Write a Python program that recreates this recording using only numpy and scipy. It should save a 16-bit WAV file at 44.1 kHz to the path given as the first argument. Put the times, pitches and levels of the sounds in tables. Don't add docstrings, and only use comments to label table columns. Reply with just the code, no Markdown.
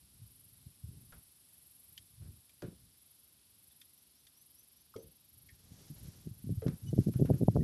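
import sys
import numpy as np
from scipy import signal
from scipy.fft import rfft, irfft, next_fast_len
from scipy.io import wavfile
from scipy.ndimage import map_coordinates

SR = 44100
rng = np.random.default_rng(int(sys.argv[2]) if len(sys.argv) > 2 else 0)


def wrap_up_sound(samples):
    columns = np.atleast_2d(samples).T
    tamed = np.clip(columns, -1, 1)
    steps = np.round(tamed * 32767).astype(np.int16)
    wavfile.write(sys.argv[1], SR, steps)


N = 336873
TIME = np.arange(N) / SR
AGE = np.arange(SR // 2) / SR
TOP_HZ = 14290

# frequency in Hz, relative level per Hz in dB.
AIR_SPECTRUM = [(20, -21), (35, -24), (65, 7.5), (150, 3.5), (300, 0), (480, -8.5), (1000, -9.5),
                (1900, -11.5), (3400, -3.5), (5200, -2.5), (6800, -11), (10000, -8), (14000, -10.5)]
SINGER_SPECTRUM = [(7000, -45), (8300, -19), (9300, -15), (10150, -14), (10600, -8), (11100, -3),
                   (11600, 0.5), (12100, -7.5), (13000, -24.5), (14000, -36)]
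CHORUS_SPECTRUM = [(6500, -22), (8400, -8), (9100, -12.5), (9900, -0.5), (10300, -2), (11400, -5.5),
                   (12450, -10.5), (13300, -26.5), (14500, -34)]
CLOTH_SPECTRUM = [(300, 10.5), (1000, -2.5), (2500, -4), (5500, 2.5), (8000, -2.5), (14000, -7.5)]
SNAP_SPECTRUM = [(600, -44), (1400, -12), (2000, -5.5), (3200, -5), (6000, -5.5), (8500, -10), (14000, -12)]
HOLLOW_WASH_SPECTRUM = [(50, -22), (100, -9.5), (200, -3.5), (340, 1), (470, 0), (620, -10), (900, -21),
                        (2500, -43)]
CRACK_SPECTRUM = [(200, -24), (700, -2.5), (1500, 2.5), (2400, -4), (3800, -5.5), (6000, -6.5), (9000, -21),
                  (14000, -22)]
RATTLE_SPECTRUM = [(90, 14), (250, -3), (550, 5), (1050, 0), (1450, 4), (1900, -2.5), (2500, -2.5),
                   (6000, -15), (12000, -38)]

# middle in seconds, length in seconds, level in dB.
SINGER_PHRASES = [(.39, 0.45, -67), (1.13, 0.4, -65.5), (1.76, 0.52, -63), (2.4, 0.36, -71),
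                  (3.12, .3, -66), (3.76, 0.52, -66), (4.57, 0.5, -65), (5.1, 0.17, -66),
                  (5.4, 0.34, -64.5), (6.01, 0.29, -64), (6.57, 0.59, -65), (7.26, 0.57, -62)]
SINGER_REST_DB = -73
# time in seconds, level in dB before the chorus trim.
CHORUS_LEVELS = [(0, -71), (1.65, -69), (2.9, -72.5), (4.45, -74.5), (5.1, -80.5), (6.3, -74), (6.8, -69.5),
                 (7.64, -75)]

# start in seconds, level in dB before the flutter.
BIRD_WHISTLES = [(3.92, -80), (4.12, -77), (4.32, -72), (4.525, -72), (4.715, -75), (4.92, -70)]
WHISTLE_S, WHISTLE_FROM_HZ, WHISTLE_TO_HZ = .13, 4750, 6300
PEEP_S, PEEP_LENGTH_S, PEEP_HZ, PEEP_DB = 6.864, .043, 2975, -59

# middle in seconds, length in seconds, level in dB before the trim.
HULL_RIPPLES = [(.3, 0.74, -64.5), (.66, .1, -61), (.95, 0.21, -54), (1.15, .1, -57), (2.0, 0.38, -68),
                (2.29, 0.13, -52), (2.8, 0.21, -61.5), (5.06, 0.11, -61), (5.4, 0.098, -66),
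                (5.73, 0.48, -62), (6.06, 0.085, -49.5), (6.25, 0.84, -59.5), (6.87, 0.11, -46),
                (7.3, 0.11, -33.5), (7.6, 0.098, -34.5)]
CALM_DB, STIR_DB, STIR_T60_S = -80, -12, 0.1

# middle in seconds, length in seconds, level in dB.
JACKET_RUBS = [(5.7, 0.35, -68), (5.81, 0.15, -63.5), (6.06, 0.31, -62.5), (6.55, 1, -71.5),
               (7.03, 0.45, -64), (7.5, 0.65, -66)]

# start in seconds, snap level in dB before the snap trims, ring level in dB,
# ring pitch in Hz, time in seconds for the ring to fall by 60 dB.
PLASTIC_CLICKS = [(1.126, -74, -52, 1436, 0.057), (1.126, -78, -57, 1640, 0.054),
                  (1.9773, -46.5, -37, 3070, 0.02), (2.493, -60, -64, 2400, 0.064),
                  (3.710, -66, -63, 3500, .06), (3.8148, -51.5, -48, 3580, 0.029),
                  (4.268, -54.5, -60, 3530, 0.057), (4.939, -72, -52.5, 1255, 0.12),
                  (4.962, -52.5, -58, 2160, 0.047), (5.4878, -58, -55.5, 2190, 0.079),
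                  (5.492, -69, -59, 1830, 0.11), (7.608, -75, -57, 1880, 0.047)]
# pitch in Hz, relative level in dB, seconds to fall by 60 dB.
PLASTIC_OVERTONES = [(1850, -8.5, .04), (2400, -9.5, .04), (3260, -5, 0.056), (3730, -8, .035),
                     (4530, -5, 0.038), (4870, -4, .03), (6100, -7, 0.026)]

# start in seconds, level in dB.
HOLLOW_BUMPS = [(4.956, -37), (6.621, -33.5)]
# pitch in Hz, relative level in dB, seconds to fall by 60 dB.
HOLLOW_MODES = [(105, -10, 0.17), (409, -6.5, 0.069), (450.2, -3, 0.21), (524, -12.5, 0.26),
                (573, -27, 0.22), (595, -13.5, 0.025)]

# start in seconds, crack level in dB, rattle level in dB,
# deck ring level in dB.
GEAR_RAPS = [(1.122, -50.5, -58.5, -74), (2.213, -80, -69.5, -66), (2.25, -80, -71, -67.5),
             (2.621, -43, -54.5, -38), (6.619, -52.5, -61.5, -56), (6.668, -46.5, -56.5, -46),
             (6.681, -42.5, -60, -64), (7.137, -52.5, -61.5, -55), (7.256, -49.5, -56.5, -60),
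             (7.329, -67, -59, -46.5)]
# pitch in Hz, relative level in dB, seconds to fall by 60 dB.
DECK_MODES = [(117, -6, 0.24), (160, -17, .2), (208, -8, 0.33), (323, -6, 0.19), (367, 1, 0.2),
              (440.5, -5, 0.2), (522, -14, 0.26), (578, -2.5, 0.11), (707, -10, 0.116), (1420, -19, .16),
              (1550, -29, 0.13), (1863, -17, .07), (3070, -23, 0.043)]

# time in seconds, peak level of the boom in dB, contact time in seconds,
# scuffing before the blow in seconds, settling after it in seconds.
HULL_KNOCKS = [(0.2188, -49, .007, 0.033, 0.057), (0.6682, -42.5, 0.0055, 0.0089, 0.0056),
               (0.8408, -37.5, 0.0069, 0.0045, .015), (0.8908, -45, .0048, .008, 0.024),
               (0.9759, -50.5, 0.0036, 0.031, 0.014), (2.2312, -45, .0066, 0.075, 0.015),
               (2.639, -39.5, 0.0014, .004, 0.0037), (2.6428, -34.5, 0.0024, 0.0018, 0.021),
               (2.6852, -37.5, 0.0025, 0.0054, 0.01), (2.73, -46.5, 0.0021, 0.02, .008),
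               (5.5407, -48.5, 0.01, .012, 0.016), (5.72, -43, 0.004, 0.012, .008),
               (5.904, -40.5, 0.0034, 0.0075, 0.037), (6.0386, -47, .009, .012, 0.029),
               (6.0849, -38, 0.0048, 0.019, 0.0025), (6.273, -31.5, 0.0029, 0.012, .014),
               (6.3138, -38, 0.0052, 0.0046, 0.0034), (6.444, -34, 0.0041, 0.0034, 0.013),
               (6.473, -33.5, 0.0035, 0.021, 0.012), (6.4941, -30.5, 0.0022, 0.0047, 0.0064),
               (6.5042, -26, 0.0034, .004, 0.011), (6.5231, -27, 0.0041, 0.0045, 0.019),
               (6.576, -30, 0.0071, 0.01, 0.0036), (6.6651, -19, .0021, 0.0063, 0.015),
               (6.6886, -25.5, 0.0029, .016, 0.02), (6.741, -33.5, 0.0047, 0.028, 0.0039),
               (6.862, -39.5, .0038, 0.055, 0.044), (6.89, -32.5, 0.0052, 0.014, .012),
               (6.931, -23.5, 0.0021, 0.0057, 0.0039), (6.9372, -24.5, 0.0023, 0.0035, 0.0051),
               (6.966, -29, 0.0035, 0.0044, 0.011), (6.9806, -22.5, 0.0018, .003, .004),
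               (6.99, -11.5, 0.0029, .003, 0.0075), (7.0057, -30, .0035, .004, 0.013),
               (7.0711, -19.5, 0.0028, 0.0066, 0.022), (7.0864, -24.5, 0.002, .004, 0.0055),
               (7.0951, -22.5, 0.0028, 0.0044, 0.0084), (7.16, -23, 0.0042, 0.0087, 0.0084),
               (7.1977, -21.5, 0.0021, 0.0086, 0.041), (7.2235, -16, 0.0022, 0.021, 0.01),
               (7.2503, -24.5, 0.002, 0.006, .012), (7.3026, -15, 0.0014, 0.0089, 0.012),
               (7.3105, -14, 0.0021, 0.0036, 0.0063), (7.3449, -23, 0.0034, 0.012, .008),
               (7.415, -20, 0.002, 0.0093, .016), (7.433, -17.5, 0.0022, 0.018, .008),
               (7.484, -11.5, 0.0011, .003, .004), (7.4906, -20, 0.0047, .003, 0.01),
               (7.558, -19, 0.0019, 0.0089, 0.014), (7.5649, -21, 0.00071, 0.0026, 0.0058),
               (7.5719, -16.5, 0.0016, 0.0033, 0.023), (7.6061, -24.5, 0.0027, 0.013, 0.091)]
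# pitch in Hz, width in Hz, level against the panel in dB.
SHELL_MODES = [(66.4, 14, -16), (244, 97, -14), (378, 180, -14.5), (600, 170, -13.5)]
PANEL_HZ, PANEL_CONTACT_S, PANEL_SAG = 152.5, 0.0019, 0.3
PANEL_TOP_HZ = 174
CLATTER_GAP_S, CLATTER_DB, CLATTER_FALL_DB = 0.00746, -0.5, 12
SOFTENING = 0.32


def amp(db):
    return 10 ** (np.asarray(db) / 20)


def unit(x):
    return x / np.sqrt(np.mean(x ** 2) + 1e-20)


def wobble(rate):
    points = rng.standard_normal(int(N * rate / SR) + 4)
    return map_coordinates(points, [TIME * rate])


def filtered(x, response):
    size = next_fast_len(len(x) + 8192)
    hz = np.fft.rfftfreq(size, 1 / SR)
    return irfft(rfft(x, size) * response(hz), size)[:len(x)]


def noise(spectrum, size=N):
    points_hz, points_db = np.transpose(spectrum)

    def colour(hz):
        return amp(np.interp(np.log(hz + 1), np.log(points_hz), points_db))

    return unit(filtered(rng.standard_normal(size), colour))


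def fade(t60, attack):
    decay = np.exp(-np.log(1000) * AGE / t60)
    return decay * (1 - np.exp(-AGE / attack))


def ring(modes, scatter_db, attack):
    total = np.zeros(len(AGE))
    for k, (hz, db, t60) in enumerate(modes):
        strength = amp(db + scatter_db * rng.standard_normal())
        tone = np.sin(2 * np.pi * hz * AGE) * fade(t60, attack)
        total += (-1) ** k * strength * tone
    return total


def swells(rows):
    power = np.zeros(N)
    for middle, length, db in rows:
        offset = 2 * (TIME - middle) / length
        power += amp(db) ** 2 * .5 ** (2 * offset ** 2)
    return power


def add(track, s, sound):
    part = track[max(round(s * SR), 0):][:len(sound)]
    part += sound[:len(part)]


def shell(hz, panel_hz, panel_q=2.0, damping_hz=800, leak_hz=55):
    def mode(centre, width):
        return 1j * hz * width / (centre ** 2 - hz ** 2 + 1j * hz * width)

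    modes = mode(panel_hz, panel_hz / panel_q)
    for centre, width, db in SHELL_MODES:
        modes = modes + amp(db) * mode(centre, width)
    treble_loss = np.sqrt(1 + (hz / damping_hz) ** 4)
    bass_loss = np.sqrt(1 + (leak_hz / (hz + 1)) ** 10)
    return modes / treble_loss / bass_loss


def air(level_db=-70):
    return amp(level_db) * noise(AIR_SPECTRUM)


def insects(chorus_trim_db=2, stroke_hz=22.9, depth_db=7.0, uneven_db=1.3):
    phrasing = np.sqrt(amp(SINGER_REST_DB) ** 2 + swells(SINGER_PHRASES))
    stroke = np.cos(2 * np.pi * (stroke_hz * TIME - .27))
    pulsing_db = depth_db * np.tanh(2.4 * stroke) + uneven_db * wobble(15)
    singer = unit(amp(pulsing_db) * noise(SINGER_SPECTRUM))
    chorus_db = np.interp(TIME, *np.transpose(CHORUS_LEVELS)) + chorus_trim_db
    return phrasing * singer + amp(chorus_db) * noise(CHORUS_SPECTRUM)


def note(length, start_hz, end_hz, db, overtone_db, waver=0.055, flutter_db=3.0):
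    u = np.linspace(0, 1, int(length * SR))
    slide = np.sin(np.pi * u / 2) + waver * wobble(300)[:len(u)]
    hz = start_hz + (end_hz - start_hz) * slide
    phase = 2 * np.pi * np.cumsum(hz) / SR
    level = amp(db + flutter_db * wobble(140)[:len(u)]) * np.sin(np.pi * u)
    return level * (np.sin(phase) + amp(overtone_db) * np.sin(2 * phase))


def bird():
    track = np.zeros(N)
    for s, db in BIRD_WHISTLES:
        add(track, s, note(WHISTLE_S, WHISTLE_FROM_HZ, WHISTLE_TO_HZ, db, overtone_db=-40))
    add(track, PEEP_S, note(PEEP_LENGTH_S, PEEP_HZ, PEEP_HZ, PEEP_DB, overtone_db=-2))
    return track


def lapping(trim_db=-2, panel_hz=115, dull_hz=130, surge_db=2):
    def dull_shell(hz):
        return shell(hz, panel_hz, panel_q=1.06) * np.exp(-hz / dull_hz)

    murmur = unit(filtered(rng.standard_normal(N), dull_shell))
    power = amp(CALM_DB) ** 2 + swells(HULL_RIPPLES)
    stir = fade(STIR_T60_S, attack=0.0033)
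    for s, db, *_ in HULL_KNOCKS:
        add(power, s, (amp(db + STIR_DB) * stir) ** 2)
    return np.sqrt(power) * amp(trim_db + surge_db * wobble(30)) * murmur


def jacket(grain_db=2.0, surge_db=0.3):
    unevenness = amp(grain_db * wobble(60) + surge_db * wobble(14))
    return np.sqrt(swells(JACKET_RUBS)) * unevenness * noise(CLOTH_SPECTRUM)


def clicks(overtone_db=-5, snap_trim_db=-2, rough=0.66):
    track = np.zeros(N)
    for s, snap_db, ring_db, hz, t60 in PLASTIC_CLICKS:
        hiss = noise(SNAP_SPECTRUM, size=len(AGE)) * fade(t60=0.042, attack=0.00098)
        overtones = ring(PLASTIC_OVERTONES, scatter_db=2, attack=0.00075)
        snap = amp(snap_trim_db) * hiss + amp(overtone_db) * overtones
        phase = 2 * np.pi * hz * AGE + rough * wobble(370)[:len(AGE)]
        tone = np.sin(phase) * fade(t60, attack=0.00085)
        add(track, s, amp(snap_db) * snap + amp(ring_db) * tone)
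    return track


def clonks(wash_db=-11):
    track = np.zeros(N)
    for s, db in HOLLOW_BUMPS:
        wash = noise(HOLLOW_WASH_SPECTRUM, size=len(AGE)) * fade(t60=0.28, attack=0.0026)
        tones = ring(HOLLOW_MODES, scatter_db=0.5, attack=0.0012)
        add(track, s, amp(db) * (tones + amp(wash_db) * wash))
    return track


def raps():
    track = np.zeros(N)
    for s, crack_db, rattle_db, ring_db in GEAR_RAPS:
        crack = noise(CRACK_SPECTRUM, size=len(AGE)) * fade(t60=0.02, attack=0.0009)
        rattle = noise(RATTLE_SPECTRUM, size=len(AGE)) * fade(t60=0.27, attack=0.0019)
        deck = ring(DECK_MODES, scatter_db=2.0, attack=0.0085)
        add(track, s, amp(crack_db) * crack + amp(rattle_db) * rattle + amp(ring_db) * deck)
    return track


def contact(hz, duration):
    smooth_push = signal.butter(5, 1, analog=True)[1]
    return 1 / np.polyval(smooth_push, 1j * hz * duration)


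def clatter(scuff_s, settle_s, jitter=0.31, scatter_db=1.0, count=6):
    contacts = []
    for side, span in ((-0.986, scuff_s), (0.98, settle_s)):
        gaps = CLATTER_GAP_S * np.exp(jitter * rng.standard_normal(count))
        delay = np.cumsum(gaps)
        level_db = CLATTER_DB + scatter_db * rng.standard_normal(count) - CLATTER_FALL_DB * delay / span
        contacts += zip(side * delay, amp(level_db))
    return [(delay, gain) for delay, gain in contacts if gain > .04]


def knocks(after_db=-41, after_t60=0.23, after_hz=360):
    track = np.zeros(N)
    lead = SR // 40
    push = np.zeros(len(AGE))
    push[lead] = 1.0
    for s, db, duration, scuff_s, settle_s in HULL_KNOCKS:
        panel_hz = min(PANEL_HZ * (PANEL_CONTACT_S / duration) ** PANEL_SAG, PANEL_TOP_HZ)

        def struck(hz, contact_s=duration):
            return shell(hz, panel_hz) * contact(hz, contact_s)

        def dull_struck(hz):
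            return struck(hz) / (1 + (hz / after_hz) ** 4)

        boom = filtered(push, struck)
        trembling = rng.standard_normal(len(AGE)) * fade(after_t60, attack=0.0026)
        shudder = filtered(np.roll(trembling, lead), dull_struck)
        blow = (boom + amp(after_db) * shudder) / np.abs(boom).max()
        add(track, s - boom.argmax() / SR, amp(db) * blow)
        for delay, gain in clatter(scuff_s, settle_s):
            softer_s = duration / gain ** SOFTENING
            bump = filtered(push, lambda hz: struck(hz, softer_s))
            add(track, s + delay - bump.argmax() / SR, amp(db) * gain * bump / np.abs(bump).max())
    return track


def scene():
    surroundings = air() + insects() + bird()
    boat = lapping() + jacket() + clicks() + clonks() + raps() + knocks()
    return (surroundings + boat)[None]


def record(dry):
    return filtered(dry[0], lambda hz: hz < TOP_HZ)[None]


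dry = scene()
out = record(dry)
wrap_up_sound(out)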